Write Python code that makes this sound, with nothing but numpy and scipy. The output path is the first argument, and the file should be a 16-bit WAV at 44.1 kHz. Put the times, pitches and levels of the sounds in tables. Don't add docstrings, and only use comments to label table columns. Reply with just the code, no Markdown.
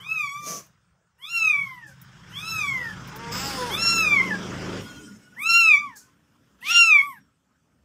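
import sys
import numpy as np
from scipy import signal
from scipy.fft import rfft, irfft, next_fast_len
from scipy.io import wavfile
from scipy.ndimage import uniform_filter1d, minimum_filter1d, map_coordinates

SR = 44100
rng = np.random.default_rng(int(sys.argv[2]) if len(sys.argv) > 2 else 0)


def dump(signal):
    limited = np.clip(np.atleast_2d(signal).T, -1, 1)
    pcm = np.round(limited * 32767).astype(np.int16)
    wavfile.write(sys.argv[1], SR, pcm)


def magnitude_from_level(level_db):
    exponent = np.asarray(level_db, float) / 20
    return 10 ** exponent


N = 345744
TOP_HZ = 15600

# (time [s], effort [dB], mouth resonance [Hz], brightness [dB])
MEW_1 = [(0.0, -64.5, 2970, -3), (0.071, -52.5, 2710, 4), (0.117, -47.5, 2620, -7),
         (0.164, -49, 2500, -2.5), (0.207, -37.5, 2150, -3.5), (0.278, -46, 1930, 8),
         (0.38, -46.5, 1680, 5), (0.58, -57.5, 1360, 3), (0.62, -71, 1293, 0)]
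MEW_2 = [(1.178, -73.5, 4280, -12), (1.22, -58.5, 3630, 0), (1.31, -51, 3110, 2), (1.381, -42, 2870, 3.5),
         (1.492, -40.5, 2504, 0.5), (1.537, -45.5, 2433, -2), (1.73, -50.5, 1615, -3),
         (1.861, -69.5, 1790, -5), (1.93, -69.5, 1660, 0)]
MEW_3 = [(2.29, -68.5, 3550, 0), (2.392, -52.5, 3340, 0), (2.429, -53.5, 2790, 0), (2.48, -45.5, 3380, 0),
         (2.541, -45, 2866, 0), (2.668, -43.5, 2544, 0), (2.78, -51.5, 1960, 0), (2.88, -57.5, 1760, 0),
         (2.95, -66.5, 1750, 0)]
MEW_4 = [(3.698, -39.5, 4220, 0), (3.778, -42, 3100, -2), (3.9, -37.5, 3350, 1), (3.989, -35, 3020, -5.5),
         (4.216, -41.5, 2093, -1.5), (4.221, -41, 1910, -5.5), (4.297, -45.5, 1760, 0),
         (4.314, -45.5, 1708, -6.5), (4.37, -54, 1440, -2)]
MEW_5 = [(5.359, -69, 1544, -10.5), (5.44, -38.5, 2860, -1.5), (5.499, -30.5, 3090, 0.5),
         (5.6, -30.5, 3040, 0), (5.679, -34.5, 2657, 2), (5.772, -41, 2254, 9), (5.778, -42, 2000, 7.5),
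         (5.875, -43.5, 1560, -9), (5.98, -77.5, 1590, -11.5)]
MEW_6 = [(6.602, -80, 3800, -6), (6.629, -60.5, 1866, 5), (6.71, -34.5, 2466, 1.5), (6.779, -25, 2577, 1),
         (6.881, -33.5, 2537, 3), (7.02, -40.5, 2125, 3), (7.027, -38.5, 1800, -8), (7.109, -47, 1434, -9),
         (7.199, -77.5, 1740, -2)]
# (time [s], pitch [Hz])
MEW_PITCH = [
    [(0.0, 980), (0.052, 1207), (0.098, 1290), (0.148, 1309), (0.21, 1212), (0.284, 1108), (0.394, 1188),
     (0.564, 1151), (0.62, 1083)],
    [(1.178, 862), (1.218, 1051), (1.308, 1391), (1.372, 1359), (1.48, 1257), (1.55, 1148), (1.62, 1121),
     (1.8, 963.5), (1.93, 739)],
    [(2.29, 823.5), (2.314, 938), (2.41, 1242), (2.49, 1342), (2.59, 1269), (2.64, 1163), (2.78, 1012),
     (2.87, 909), (2.95, 807)],
    [(3.698, 1017), (3.744, 1155), (3.79, 1330), (3.832, 1358), (3.924, 1362), (3.996, 1324), (4.09, 1200),
     (4.152, 1146), (4.216, 1015)],
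    [(5.359, 821.6), (5.399, 1085), (5.443, 1279), (5.485, 1357), (5.54, 1366), (5.583, 1386),
     (5.679, 1292), (5.75, 1143), (5.773, 1103)],
    [(6.602, 797), (6.646, 1060), (6.708, 1357), (6.726, 1403), (6.826, 1371), (6.882, 1321), (6.94, 1195),
     (6.976, 1137), (7.02, 1075)],
]
# (time [s], pitch [Hz])
BROKEN_PITCH = [
    [(4.22, 1113), (4.264, 1057), (4.303, 988), (4.307, 880), (4.37, 787.5)],
    [(5.778, 1222), (5.838, 1174), (5.88, 1100), (5.91, 963), (5.98, 790)],
    [(7.026, 1163), (7.068, 1151), (7.112, 1075), (7.15, 919), (7.2, 748)],
]
UPPER_DB = -0.5, -2.5, 4.5, 5.5, -4, -4.5
TOP_DB = -54, -51, -48.5, -53.5, -56, -53
CHEST_DB = 0.072, 0.09, 3.1, 2.1, 1.3, 1
TOP_TILT_DB = -0.5, 0, 0.5, 0, -3.5, 8
# (frequency [Hz], level [dB])
KITTEN_MOUTH = [(2000, 4), (4200, 0), (4700, -3), (5400, 2), (7000, -3), (8500, -20), (10000, -24)]
# (frequency [Hz], level [dB])
KITTEN_TOP = [(6500, -41), (8000, -10), (10000, -14.5), (12000, -8.5), (14000, -17.5), (15600, -17.5)]
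# (time [s], jump [dB], held [s])
CATCHES = [(0.081, 5.5, 0.0087), (0.115, 7, 0.018), (1.223, 6.5, 0.022), (3.777, 7.5, 0.05),
           (4.31, 7.5, 0.014), (5.458, 8, 0.023), (5.491, 8.5, 0.014), (6.745, 5, 0.021)]
# (time [s], half length [s], depth [dB])
DOUBLING = [(5.555, .035, -41)]
# (time [s], half length [s], level [dB])
AIR_PUFFS = [(5.42, 0.04, 8.5), (5.53, .035, 7.5), (6.9, .06, 4), (3.74, .04, 5.5), (1.26, .05, 2.5)]

# (time [s], pitch [Hz], throat [dB], open mouth [dB], jaw resonance [Hz])
MOTHER_CALLS = [
    [(3.13, 207.2, -50, -95, 870), (3.2, 229.8, -38, -95.5, 1003), (3.305, 235.3, -34, -66, 1006),
     (3.323, 238.2, -34.5, -34.5, 1136), (3.455, 279.1, -29, -34, 1250), (3.546, 266.5, -32.5, -36.5, 1180),
     (3.6, 251.5, -31.5, -39, 1010), (3.69, 235.8, -32.5, -41.5, 950), (3.75, 165, -38.5, -46, 800)],
    [(6.6, 240.5, -75.5, -75, 790), (6.66, 253.8, -57, -35, 800), (6.73, 266.9, -48.5, -30, 810),
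     (6.79, 254, -64.5, -28, 760), (6.81, 255.3, -51.5, -50, 527), (6.88, 219.8, -74.5, -76, 447)],
]
# (frequency [Hz], level [dB])
THROAT = [(150, -40), (260, -16), (350, 3), (440, -7), (505, -2), (560, -16), (765, -30), (800, -8),
          (1150, -26), (1600, -18), (2200, -20), (2600, -40)]
# (frequency [Hz], level [dB per Hz])
MOTHER_MOUTH = [
    [(1180, -67), (2000, -10.5), (3750, -15.5), (4050, -19), (5100, 4.5), (5760, -16.5), (7910, -6), (8620, -34.5), (10200, -40.5), (14600, -14), (15600, -27.5)],
    [(1180, -56), (2000, -42), (2730, -11.5), (3560, -4.5), (3780, -6.5), (5240, 5), (5810, -7.5), (10500, -11), (12200, -27.5), (13600, -15), (14600, -13.5), (15600, -26)],
]
# (frequency [Hz], level [dB per Hz])
HALF_OPEN = [(1200, -21.5), (2000, -7), (3000, 4), (4500, -5.5), (6000, -8.5), (8500, -20), (15600, -38.5)]
# (time [s], level [dB])
SNORT = [(0.38, -76), (0.44, -50), (0.484, -39), (0.576, -43.5), (0.74, -89.5)]
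# (frequency [Hz], level [dB per Hz])
NOSE = [(88, -37.5), (150, -3.5), (381, -10), (428, -7.5), (683, -5.5), (896, -29), (1150, -6.5),
        (1490, -21.5), (1640, -19.5), (3930, -21.5), (6260, -2), (7450, -17), (15600, -19.5)]
# (time [s], peak level [dB], t60 [s], rise [s])
SMACKS = [(0.662, -42, 0.039, 0.0044), (0.7729, -78, 0.02, 0.011), (1.8609, -43.5, 0.23, 0.026),
          (2.0148, -21.5, 0.027, 0.0077), (2.881, -39, 0.03, 0.0091), (2.9598, -79.5, 0.065, 0.0068),
          (3.0712, -35.5, 0.073, 0.0053), (3.1585, -20, 0.038, 0.008), (3.2476, -83.5, 0.052, 0.008),
          (3.2663, -70, 0.071, 0.008), (3.306, -60.5, 0.065, 0.007), (5.953, -35.5, 0.27, 0.022),
          (5.969, -24.5, 0.02, 0.004)]
# (frequency [Hz], level [dB])
LIPS = [(2500, -64.5), (4500, -22.5), (6500, -16), (10000, -11), (15600, 3.5)]

# (time [s], level [dB])
VEHICLE = [(0.0, -53), (0.52, -59), (1.18, -75), (1.37, -57.5), (1.68, -51), (1.8, -57), (2.51, -41),
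           (3.2, -41), (3.35, -35), (4.3, -37.5), (4.8, -36.5), (4.88, -42), (5.26, -56.5), (5.81, -54.5),
           (6.13, -64.5), (7.1, -60), (7.34, -72.5), (7.84, -70)]
# (time [s], firing rate [1/s])
FIRING = [(1.3, 27), (2.0, 26), (4.0, 26.2), (4.8, 26), (5.3, 25.8)]
# (firing order [1], level [dB])
EXHAUST = [(1, -34), (2, -8.5), (3, -9), (4, -2.5), (5, -2), (6, -9.5), (7, 2), (8, -2), (9, -16.5),
           (10, -14), (11, -15), (14, -18)]
# (time [s], level [dB])
BOOM = [(3.6, -5), (4.15, 0), (4.33, 8), (4.5, 3), (4.8, -0.5), (4.9, -14)]
# (time [s], share [0-1])
THROTTLE = [(1.2, .1), (2.3, .3), (2.9, .45), (3.4, .75), (4.8, .9), (4.84, .1), (5.3, .02)]
# (frequency [Hz], level [dB per Hz])
DRONE_LATE = [(25, -31), (60, -11.5), (120, -0.5), (200, 2), (290, -1.5), (420, -34)]
# (frequency [Hz], level [dB per Hz])
DRONE_EARLY = [(25, -24.5), (60, -19), (130, 4), (190, 0.5), (260, -27), (420, -46.5)]
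# (frequency [Hz], level [dB per Hz])
BODYWORK = [(140, -29), (230, -6), (328, -3.5), (361, -4), (635, -11), (900, -22.5), (1170, -47),
            (1980, -120)]
# (frequency [Hz], level [dB per Hz])
ROAD = [(600, -13.5), (950, -1.5), (1500, 1), (2200, -6), (3400, -6.5), (4300, -17.5), (5200, -7),
        (7000, -15), (10300, -31.5), (11000, -61.5)]
# (frequency [Hz], level [dB per Hz])
GRIT = [(10000, -38.5), (11000, -6.5), (15600, 1.5)]
# (time [s], pitch [Hz], level [dB])
SQUEAL = [(4.82, 1430, -57), (4.876, 1464, -47), (5.146, 1420, -57.5), (5.192, 1410, -68),
          (5.248, 1464, -66), (5.35, 1484, -67)]
# (frequency ratio [1], level [dB], extra fall [dB/s])
BRAKE_MODES = [(1, 0, 0), (1.8, -12, 35), (2.19, -7, 30), (2.87, -14, 50), (3.45, -12, 40)]
# (time [s], level [dB])
PADS = [(4.78, -68), (4.84, -57), (4.96, -56), (5.06, -54), (5.09, -60), (5.2, -64.5), (5.33, -72)]
# (frequency [Hz], level [dB per Hz])
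PAD_BANDS = [(4300, -31.5), (5200, -3), (6100, -7.5), (6900, 0.5), (7500, -10), (8200, -4.5), (10200, -20),
             (11000, -63)]
# (time [s], pitch [Hz], level [dB])
MOAN = [(4.98, 212, -65), (5.06, 204.8, -40.5), (5.16, 209, -46), (5.24, 207, -74)]
# (time [s], frequency [Hz], level [dB], t60 [s])
FAR_TONES = [(1.641, 516, -71.5, 0.6), (1.719, 320, -61, 0.19), (1.83, 320, -52, 0.16), (1.87, 540, -53, 0.17),
             (2.659, 270, -50, 0.36), (2.76, 515, -52, 0.41), (2.78, 500, -55, 0.3), (4.98, 420, -47.5, 0.25),
             (5.228, 2900, -61, 0.23), (6.051, 1060, -58.5, 0.19), (6.0, 1500, -54.5, 0.18),
             (5.2, 2200, -58, .15), (7.19, 5550, -65.5, 0.19), (5.2, 8000, -62, 0.2), (5.0, 300, -43, 0.31),
             (4.5, 250, -43.5, .3), (3.3, 240, -44, 0.3)]
# (frequency [Hz], level [dB per Hz])
QUIET = [(15, -47), (40, -28.5), (60, 1.5), (144, -8.5), (253, -23), (458, -15.5), (1180, -17.5),
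         (1270, -10.5), (2070, -29), (3100, -27), (3850, -34), (8500, -25.5), (9500, -44.5), (15600, -49)]
# (frequency [Hz], t60 [s])
WALLS = [(300, 0.077), (2500, 0.19), (10000, 0.059)]
# (time [s], level [dB])
WALL_SHARE = [(0.3, -7.5), (1.5, -7), (2.6, -7), (4.0, -9), (5.6, -10.5), (6.9, -13)]


def unit(x):
    return x / np.sqrt(np.mean(x ** 2) + 1e-20)


def along(points, hz):
    f, v = np.transpose(points)
    return np.interp(np.log(hz + 1), np.log(f + 1), v)


def track(rows, t):
    return np.interp(t, *np.transpose(rows))


def curves(rows):
    s, *cols = np.transpose(rows)
    span = np.arange(max(round(s[0] * SR), 0), min(round(s[-1] * SR), N))
    fade = np.clip(np.minimum(span - span[0], span[-1] - span) / (.008 * SR), 0, 1)
    return span, fade, [np.interp(span / SR, s, c) for c in cols]


def hump(t, centre, half):
    return np.clip(1 - ((t - centre) / half) ** 2, 0, 1)


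def noise(size):
    return rng.standard_normal(size)


def wobble(rate, size):
    return map_coordinates(noise(size // 100 + 4), [np.arange(size) * min(rate, 400) / SR])


def coloured(x, spectrum):
    m = next_fast_len(len(x) + 8192)
    gain = magnitude_from_level(along(spectrum, np.fft.rfftfreq(m, 1 / SR)))
    return unit(irfft(rfft(x, m) * gain, m)[:len(x)])


def patchy(size, patchy_db, source=None):
    x = noise(size + 512) if source is None else np.pad(source, (0, 512))
    z = signal.stft(x, nperseg=512)[2]
    field = uniform_filter1d(noise(z.shape), size=6, axis=0)
    field = uniform_filter1d(field, size=10, axis=1)
    return signal.istft(z * magnitude_from_level(patchy_db * unit(field)), nperseg=512)[1][:size]


def kitten():
    mews = MEW_1, MEW_2, MEW_3, MEW_4, MEW_5, MEW_6
    tails = [[], [], []] + BROKEN_PITCH
    top_grows = 0.6, 0.91, 0.67, 0.37, 1, 0.48
    edge_dbs = 1.5, 1, -1.5, -7.5, -1.5, -9
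    breaks_s, glide_s = [4.218, 4.305, 5.775, 7.023], .025
    out = np.zeros(N)
    for rows, bright_db, top_db, grows, chest_db, edge_db, tilt_db, tune, tail in zip(
            mews, UPPER_DB, TOP_DB, top_grows, CHEST_DB, edge_dbs, TOP_TILT_DB, MEW_PITCH, tails):
        span, fade, (effort_db, mouth_hz, shine_db) = curves(rows)
        t, size = span / SR, len(span)
        held_db = -sum(db * np.exp(np.minimum(t - s, 0) / hold) * np.clip((s - t) / 0.003, 0, 1)
                       for s, db, hold in CATCHES)
        effort_db = effort_db + held_db

        hz = track(tune + tail, t)
        parts = np.split(hz, np.searchsorted(t, breaks_s))
        hz = np.concatenate([uniform_filter1d(p, int(glide_s * SR), mode='nearest')
                             for p in parts if len(p)])
        climb = np.clip(uniform_filter1d(np.gradient(np.log2(hz)) * SR, size=400), 0, 8)
        climb = climb * (np.arange(size) < hz.argmax())
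        hz *= 1 + 0.003 * wobble(50, size) + 0.003 * wobble(160, size)
        phase = 2 * np.pi * np.cumsum(hz) / SR

        x = np.arange(1, 4)[:, None] * uniform_filter1d(hz, size=400) / mouth_hz
        low = magnitude_from_level(effort_db + np.array([[0], [0], [-1.5]])) / np.hypot(1 - x ** 2, x / 15)
        low[0] *= magnitude_from_level(chest_db - 0.28 * held_db)
        low[2] *= magnitude_from_level(.6 * shine_db)
        voice = sum(g * magnitude_from_level(1.5 * wobble(34.84, size)) * np.sin(k * phase + k * k)
                    for k, g in enumerate(low, start=1))

        bright_db = np.maximum(bright_db + 59.5 * np.log2(hz / 1326), -33.5)
        shut_db = 10 * np.minimum(np.log2(mouth_hz / 2250), 0)
        upper_db = effort_db + shine_db + 0.1 * held_db + bright_db + 0.1 * climb + shut_db
        top_db = top_db + grows * (effort_db + 40) + .2 * bright_db
        for s, db in zip(breaks_s[2:], (-10.5, 3.5)):
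            top_db = top_db + db * (abs(t - s - .15) < .15)
        for k in range(4, 20):
            part_hz = k * hz
            edge = edge_db * np.clip((part_hz - 12000) / 600 + .5, 0, 1)
            level = magnitude_from_level(upper_db + along(KITTEN_MOUTH, part_hz) + edge)
            tilt = tilt_db * np.log2(part_hz / 11000)
            level += magnitude_from_level(top_db + tilt + along(KITTEN_TOP, part_hz) + 5 * wobble(16, size))
            level *= magnitude_from_level(2.3 * wobble(33.6, size) + 2.1 * wobble(140, size)) * (part_hz < TOP_HZ)
            voice += level * np.sin(k * phase + k * k)

        depth = sum(magnitude_from_level(db) * hump(t, s, half) for s, half, db in DOUBLING)
        voice *= 1 + 2 * depth * np.cos(phase / 2 + 2.0 * wobble(80, size))

        leak = coloured(noise(size) * (1 + np.cos(phase)), [(1200, -46.5)] + KITTEN_MOUTH)
        leak *= magnitude_from_level(upper_db - 14.5) * (1 + magnitude_from_level(1.5) * depth / magnitude_from_level(DOUBLING[0][2]))
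        fizz = coloured(noise(size) * (1 + np.cos(phase)), KITTEN_TOP)
        puff_db = sum(db * hump(t, s, half) for s, half, db in AIR_PUFFS)
        fizz *= magnitude_from_level(top_db - 9 + puff_db + 3 * climb + 4 * wobble(19, size))
        out[span] += fade * (np.sqrt(2) * voice + leak + fizz)
    return out


def mother():
    out = np.zeros(N)
    hoarseness = .12, .4
    for rows, hoarse, (opening, closing) in zip(MOTHER_CALLS, hoarseness,
                                                (MOTHER_MOUTH, (HALF_OPEN, HALF_OPEN))):
        span, fade, (hz, throat_db, mouth_db, jaw_hz) = curves(rows)
        size = len(span)
        rough = hoarse * np.clip((mouth_db + 60) / 25, .1, 1) ** 2
        jitter = .02 * rough * wobble(200, size) + .005 * wobble(50, size)
        cycles = np.cumsum(hz * (1 + jitter)) / SR

        thin_db = 9.5 * np.clip((mouth_db + 41) / 6, 0, 1)
        low = np.zeros(size)
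        for k in range(1, 11):
            throat = magnitude_from_level(along(THROAT, k * hz) - thin_db * (k < 3) + 2.5 * wobble(18, size))
            jaw = magnitude_from_level(2 * wobble(30, size)) / (1 + ((k * hz - jaw_hz) / 100) ** 2) ** 1.5
            low += (throat + jaw) * np.cos(2 * np.pi * k * cycles)

        pulses = unit(np.diff(np.floor(cycles), prepend=0) * magnitude_from_level(2 * wobble(200, size)))
        smear = np.cos(np.pi / 2 * np.arange(60) ** 2 / 60)
        pulses = unit(np.convolve(pulses, smear, 'same'))
        gated = unit(noise(size) * np.exp(-4 * (cycles % 1)))
        source = np.sqrt(1 - rough) * pulses + np.sqrt(rough) * gated * magnitude_from_level(3 * wobble(45, size))
        source = patchy(size, patchy_db=2.2, source=source)
        late = np.clip((span - span[0]) / SR / 0.2 - 1.4, 0, 1)
        high = (1 - late) * coloured(source, opening) + late * coloured(source, closing)
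        out[span] += fade * (magnitude_from_level(throat_db) * low + magnitude_from_level(mouth_db) * high)
    return out


def snort():
    out = np.zeros(N)
    span, fade, (db,) = curves(SNORT)
    puff = coloured(patchy(len(span), patchy_db=1.5), NOSE)
    out[span] = fade * magnitude_from_level(db + 5.5 + 0.72 * wobble(92, len(span))) * puff
    return out


def smacks():
    out, t = np.zeros(N + SR), np.arange(SR // 5) / SR
    for s, db, t60, rise in SMACKS:
        top = [(hz, level - dull * t60) for (hz, level), dull in zip(LIPS[3:], (54, 130.5))]
        burst = coloured(noise(len(t)), LIPS[:3] + top)
        burst *= magnitude_from_level(-60 * t / max(t60, .005)) * np.clip(t / max(rise, .004), 0, 1)
        out[round(s * SR):][:len(t)] += magnitude_from_level(db - 6.0) * burst
    return out[:N]


def paw():
    start_s, tap_hz, tap_db, fall_s = 0.066, 1100, -41.5, 0.033
    t = np.clip(np.arange(N) / SR - start_s, 0, None)
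    return magnitude_from_level(tap_db - 60 * np.minimum(t / fall_s, 4)) * np.sin(2 * np.pi * tap_hz * t)


def vehicle(lift):
    span, _, (engine_db,) = curves(VEHICLE)
    t, size = span / SR, len(span)
    cycles = np.cumsum(track(FIRING, t) * (1 + 0.00092 * wobble(1.8, size))) / SR
    orders = np.zeros(size)
    for k, db in EXHAUST:
        level = magnitude_from_level(db + track(BOOM, t) * (k in (7, 8)) + 3 * wobble(6, size))
        orders += .6 * level * np.sin(2 * np.pi * k * cycles + k * k)

    share = track(THROTTLE, t)
    near = np.interp(t, (2, 5), [0, 1])
    drone = near * coloured(patchy(size, patchy_db=2), DRONE_LATE)
    drone += (1 - near) * coloured(patchy(size, patchy_db=2.5), DRONE_EARLY)
    engine = np.sqrt(share) * orders + np.sqrt(1 - share) * drone

    beat = 1 + 0.13 * np.cos(2 * np.pi * cycles)
    body = coloured(patchy(size, patchy_db=1.5) * beat, BODYWORK)
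    road = coloured(patchy(size, patchy_db=2.5) * beat, ROAD)
    road += magnitude_from_level(-62 + 24 * share + 7 * wobble(11, size)) * coloured(noise(size), GRIT)
    body_gain = magnitude_from_level(-10 + 12.5 * share ** 2 - 7.9 * (1 - near))
    road_gain = magnitude_from_level(-7.5 + 6.2 * share)
    out = np.zeros(N)
    out[span] = magnitude_from_level(engine_db) * (engine + body_gain * body + road_gain * road) + lift[span] * road
    return out


def brake():
    out = np.zeros(N)
    span, fade, (hz, db) = curves(SQUEAL)
    size = len(span)
    for ratio, level, fall in BRAKE_MODES:
        wavering_hz = hz + (14 + fall / 2) * wobble(50, size)
        tone = np.sin(2 * np.pi * ratio * np.cumsum(wavering_hz) / SR)
        mode_db = db + 3 + level - fall * (span - span[0]) / SR
        out[span] += fade * magnitude_from_level(mode_db + 5 * wobble(45, size)) * tone
    span, fade, (db,) = curves(PADS)
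    rub = coloured(patchy(len(span), patchy_db=4), PAD_BANDS)
    out[span] += fade * magnitude_from_level(db + 2 * wobble(40, len(span))) * rub
    return out


def moan():
    out = np.zeros(N)
    span, fade, (hz, db) = curves(MOAN)
    tone = np.sin(2 * np.pi * np.cumsum(hz + 4 * wobble(40, len(span))) / SR)
    out[span] = fade * magnitude_from_level(db + 3 * wobble(25, len(span))) * tone
    return out


def far_tones():
    out, t = np.zeros(N + SR), np.arange(SR // 3) / SR
    for s, hz, db, t60 in FAR_TONES:
        tone = np.sin(2 * np.pi * np.cumsum(hz + (8 + .008 * hz) * wobble(40, len(t))) / SR)
        swell = 1 - np.exp(-(t / .03) ** 2)
        out[round(s * SR):][:len(t)] += magnitude_from_level(db + 9 - 60 * t / t60) * swell * tone
    return out[:N]


def walls(x):
    hz, t, z = signal.stft(noise(SR // 2), SR, nperseg=256)
    tail = signal.istft(z * magnitude_from_level(-60 * t / along(WALLS, hz)[:, None]), SR, nperseg=256)[1]
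    return signal.fftconvolve(np.pad(x, (250, 0)), tail / np.linalg.norm(tail))[:N]


def quiet_room():
    return magnitude_from_level(-69 - 2.5) * coloured(patchy(N, patchy_db=4.0), QUIET)


def suppress(x, strength, floor_db):
    z = signal.stft(x, nperseg=1024, noverlap=768)[2]
    power = np.abs(z) ** 2 + 1e-20
    around = uniform_filter1d(uniform_filter1d(power, size=29, axis=1), size=7, axis=2)
    local = uniform_filter1d(power, size=3, axis=2)
    gain = np.sqrt(np.clip(1 - strength * np.abs(around / local), magnitude_from_level(2 * floor_db), 1))
    return signal.istft(z * gain, nperseg=1024, noverlap=768)[1][:, :N]


def limit(x):
    need = np.minimum(.63 / (np.abs(x) + 1e-9), 1)
    return x * uniform_filter1d(minimum_filter1d(need, size=600), size=300)


def scene():
    cats = kitten() + mother() + snort() + smacks() + paw()
    echoes = walls(cats * magnitude_from_level(track(WALL_SHARE, np.arange(N) / SR)))
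    loud = np.sqrt(np.abs(uniform_filter1d(cats ** 2, int(0.048 * SR))))
    street = vehicle(lift=magnitude_from_level(-44) * loud ** 0.5) + brake() + moan()
    return (cats + echoes + street + far_tones() + quiet_room())[None]


def roll_off(x):
    return signal.sosfilt(signal.butter(12, 16500, fs=SR, output="sos"), x)


def record(dry):
    hz = np.fft.rfftfreq(N, 1 / SR)
    clean = limit(suppress(dry, strength=.012, floor_db=-15))
    mix = irfft(rfft(clean) * (hz < TOP_HZ), N)
    return roll_off(mix)


dry = scene()
out = record(dry)
dump(out)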